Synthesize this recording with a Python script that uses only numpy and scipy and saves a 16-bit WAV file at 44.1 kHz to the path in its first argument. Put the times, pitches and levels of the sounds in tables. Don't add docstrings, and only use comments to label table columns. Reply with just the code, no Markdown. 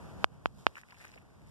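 import sys
import numpy as np
from scipy import signal
from scipy.fft import rfft, irfft
from scipy.io import wavfile

SR = 44100
rng = np.random.default_rng(int(sys.argv[2]) if len(sys.argv) > 2 else 0)


def unload_wav(signal):
    wavfile.write(
        sys.argv[1],
        SR,
        np.round(np.clip(np.atleast_2d(signal).T, -1, 1) * 32767).astype(np.int16),
    )


def volts(x):
    e = np.asarray(x, float) / 20
    return 10 ** e


N = 66150
T = np.arange(N) / SR

# t/s, level/dB
SLIDE = [(0, -104), (.52, -80.5), (.6, -68.5), (.66, -75), (.74, -76.5), (.78, -62.5), (.815, -70),
         (.83, -79), (.905, -72.5), (.96, -74), (1.0, -65.5), (1.05, -67.5), (1.12, -71.5), (1.15, -71),
         (1.25, -84), (1.44, -79.5), (1.5, -72)]
SOIL_LAG_S = 0.000466


def rms_one(x):
    return x / np.sqrt(np.mean(x ** 2) + 1e-20)


def in_time(rows):
    return np.interp(T, *np.transpose(rows))


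def band(x, low_hz, high_hz):
    sos = signal.butter(2, [low_hz, min(high_hz, 0.45 * SR)], "band", fs=SR, output="sos")
    return signal.sosfilt(sos, x)


def drift(rate_hz):
    r = np.exp(-2 * np.pi * rate_hz / SR)
    wander = signal.lfilter([1], [1, -2 * r, r * r], rng.standard_normal(N + 9000))
    return rms_one(wander[9000:])


def ring(x, hz, t60_s):
    r = volts(-60 / (t60_s * SR))
    w = 2 * np.pi * hz / SR
    return signal.lfilter([0, np.sin(w)], [1, -2 * r * np.cos(w), r * r], x + 1e-18)


def later(x, delay_s):
    f = np.arange(N // 2 + 1) * SR / N
    return irfft(rfft(x) * np.exp(-2j * np.pi * f * delay_s), N)


def ports(from_left, from_right, lag_s):
    f = np.arange(N // 2 + 1) * SR / N
    shade = 1 / np.sqrt(1 + (f / 6500) ** 10)
    far_left = later(irfft(rfft(from_left) * shade, N), lag_s)
    far_right = later(irfft(rfft(from_right) * shade, N), lag_s)
    return np.array([-from_left - far_right, far_left + from_right])


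def grains(rate_per_s):
    spread_db = 5.5
    size = volts(spread_db * np.minimum(rng.exponential(1, N), 4)) * rng.choice([-1, 1], N)
    return rms_one(size * (rng.random(N) < rate_per_s / SR))


def traffic():
    # f/Hz, level/dB per Hz
    colour_points = [(150, 3), (400, -1.5), (900, -5), (1600, -12), (3000, -22.5), (6000, -28),
                     (10000, -32), (15000, -39.5)]
    level_db, diffuse_db, lag_s = -54.5, 2.5, 0.000482
    hz, db = np.transpose(colour_points)
    f = np.maximum(np.arange(N // 2 + 1) * SR / N, 1)
    low_cut = f ** 2 / (f ** 2 + 110 ** 2)
    colour = volts(np.interp(np.log(f), np.log(hz), db)) * low_cut
    noise = rng.standard_normal((4, N))
    left, right, own_left, own_right = rms_one(irfft(rfft(noise) * colour, N))
    diffuse = volts(diffuse_db) * band(np.array([own_left, own_right]), 5700, 12000)
    return volts(level_db + 0.8 * drift(8)) * (ports(left, right, lag_s) + diffuse)


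def rumble():
    low = band(band(rng.standard_normal(N), 55, 140 * 1.364), 32, 690)
    lumps_db = 2 * drift(4.1)
    return rms_one(low) * volts(lumps_db)


def breeze():
    # t/s, level/dB
    gusts = [(0, -48), (.15, -49), (.3, -49), (.4, -48.5), (.5, -46.5), (.6, -48.5), (.72, -57.5),
             (.8, -45.5), (.95, -51.5), (1.1, -47.5), (1.3, -49.5), (1.5, -42.5)]
    drone_hz, drone_db = 95, -6
    alike = 0.13
    common, own_left, own_right = rumble(), rumble(), rumble()
    common = common + volts(drone_db) * rms_one(ring(rng.standard_normal(N), drone_hz, 0.3))
    shared = np.sqrt(alike) * common * [[-1], [1]]
    own = np.sqrt(1 - alike) * np.array([own_left, own_right])
    return volts(in_time(gusts)) * (shared + own)


def insect():
    whine = rms_one(ring(rng.standard_normal(N), 11400, 0.05))
    return volts(-83) * whine * [[1], [0.3]]


def ticks():
    # t/s, peak/dB, pitch f/Hz, ring/s
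    pieces = [
        (.2335, -42.5, 3200, 0.0038),
        (.814, -41, 8200, 0.00071),
        (.908, -48, 4670, 0.0077),
        (1.052, -40, 8600, 0.00069),
        (1.08, -50.5, 6270, 0.027),
        (1.117, -47.5, 5400, 0.0017),
        (1.145, -53, 4930, 0.0018),
        (1.221, -48, 9900, 0.00081),
        (1.472, -52.5, 8750, 0.0018),
        (1.492, -53, 8700, .002),
    ]
    out = np.zeros(N)
    for s, db, hz, t60_s in pieces:
        click = np.zeros(N)
        contacts = int(s * SR) + np.arange(0, 90, 15)
        click[contacts] = volts(db - 4) * rng.standard_normal(6)
        out += ring(click, hz, t60_s)
    return ports(out, 0.3 * out, SOIL_LAG_S)


def taps():
    # t/s, peak/dB, quick share of rebound [0-1], thump/dB, width/s
    blows = [
        (0.2435, -0.46, 0.71, -34.5, 0.0001),
        (0.4582, -6, 0.51, -33, .00013),
        (0.6675, -0.72, 0.6, -34, 0.00011),
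    ]
    # level/dB, length/s, top f/Hz
    rattles = [
        (-54.5, 0.0076, 7600),
        (-56.5, 0.015, 6100),
        (-56, 0.017, 4600),
    ]
    point = 1.73
    far_port_db, lag_s, shadow = -2, 0.000473, 0.53
    out, grit = np.zeros(N), grains(8600)
    for (s, db, quick, thump_db, width_s), (grit_db, length_s, top_hz) in zip(blows, rattles):
        pulse = np.exp(-np.abs((T - s) / width_s) ** point)
        rebound = ring(pulse, 800, 0.0017)
        settle = ring(pulse, 203, 0.01)
        give_back = quick * rebound / rebound.sum() + (1 - quick) * settle / settle.sum()
        blow = pulse - pulse.sum() * give_back
        thump = ring(pulse / pulse.sum(), 68, 0.11)
        out -= volts(db) * blow / blow.max() + volts(thump_db) * thump
        fade = np.exp(-((T - s) / length_s) ** 4) * (T > s)
        out += volts(grit_db) * fade * rms_one(band(grit, 1800, top_hz))
    shaded = signal.lfilter([1 - shadow], [1, -shadow], out)
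    return np.array([-volts(far_port_db) * later(shaded, lag_s), out])


def sand():
    return rms_one(signal.lfilter([1], [1, -0.45], band(grains(6900), 3020, 12600)))


def slide():
    patches_db = 0.67 * drift(54)
    return volts(in_time(SLIDE) + patches_db) * ports(sand(), sand(), SOIL_LAG_S)


def crumbs():
    left, right = (rms_one(ring(grains(300), 2100, 0.0061)) for _ in range(2))
    after_taps = T > 0.72
    return volts(in_time(SLIDE) + 1) * after_taps * ports(left, right, SOIL_LAG_S)


def clods():
    # t/s, level/dB, length/s, pitch f/Hz
    landings = [(.754, -45, 0.0041, 2100), (0.767, -43.5, 0.01, 1720), (0.78, -54, 0.016, 1880),
                (0.801, -62, 0.0054, 1790), (0.833, -51, .003, 1890), (0.843, -63, 0.013, 1080),
                (0.885, -61, 0.0031, 1990), (.898, -58, 0.0061, 1910), (0.904, -54.5, 0.015, 2310),
                (.921, -51.5, .004, 1700), (.926, -54.5, 0.0058, 1060), (0.941, -56.5, 0.021, 2200),
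                (0.971, -61.5, 0.035, 1600), (1, -53, .008, 1800), (1.009, -53, 0.013, 1960),
                (1.032, -48.5, 0.015, 1970), (1.044, -51, 0.0042, 1750), (1.048, -47, 0.0058, 1810),
                (1.064, -53.5, 0.022, 1980), (1.087, -64, 0.02, 2000), (1.112, -59, 0.036, 2180),
                (1.138, -54.5, 0.0064, 2130), (1.16, -54.5, 0.0051, 556), (1.175, -51, 0.01, 2130),
                (1.213, -63.5, 0.0039, 2100)]
    ring_cycles, lead_grain = 6.0, 3.5
    sides = []
    for _ in range(2):
        clicks, out = grains(700), np.zeros(N)
        for s, db, length_s, hz in landings:
            i, j = int(s * SR), int((s + 4 * length_s + 0.012) * SR)
            t = T[i:j] - s
            burst = clicks[i:j] * np.minimum(t / 0.0014, 1) * np.exp(-np.abs(t / length_s) ** 1.6)
            burst[40] += lead_grain
            t60_s = ring_cycles / hz
            body = ring(burst, hz * 0.96, t60_s) - 0.68 * ring(burst, hz * 1.285, t60_s)
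            out[i:j] += volts(db + 5) * body / np.abs(body).max()
        sides.append(out)
    return ports(*sides, SOIL_LAG_S)


def scene():
    # t/s, level/dB
    gain = [(0, -1), (.12, -1), (.244, 1), (.25, -11.5), (.27, -14.5), (.33, -9), (.45, -10), (.49, -13),
            (.6, -8.5), (.68, -8.5), (.72, -10), (.78, -17.5), (1.1, -13), (1.5, -11)]
    distant = traffic() + breeze() + insect()
    near = ticks() + taps() + slide() + crumbs() + clods()
    return near + volts(in_time(gain)) * distant


def low_pass(x):
    return signal.sosfilt(signal.butter(12, 15450, fs=SR, output="sos"), x)


def record(dry):
    top_cut = signal.cheby2(14, 26, 14550, fs=SR, output="sos")
    mix = signal.sosfilt(top_cut, dry)
    return low_pass(mix)


dry = scene()
out = record(dry)
unload_wav(out)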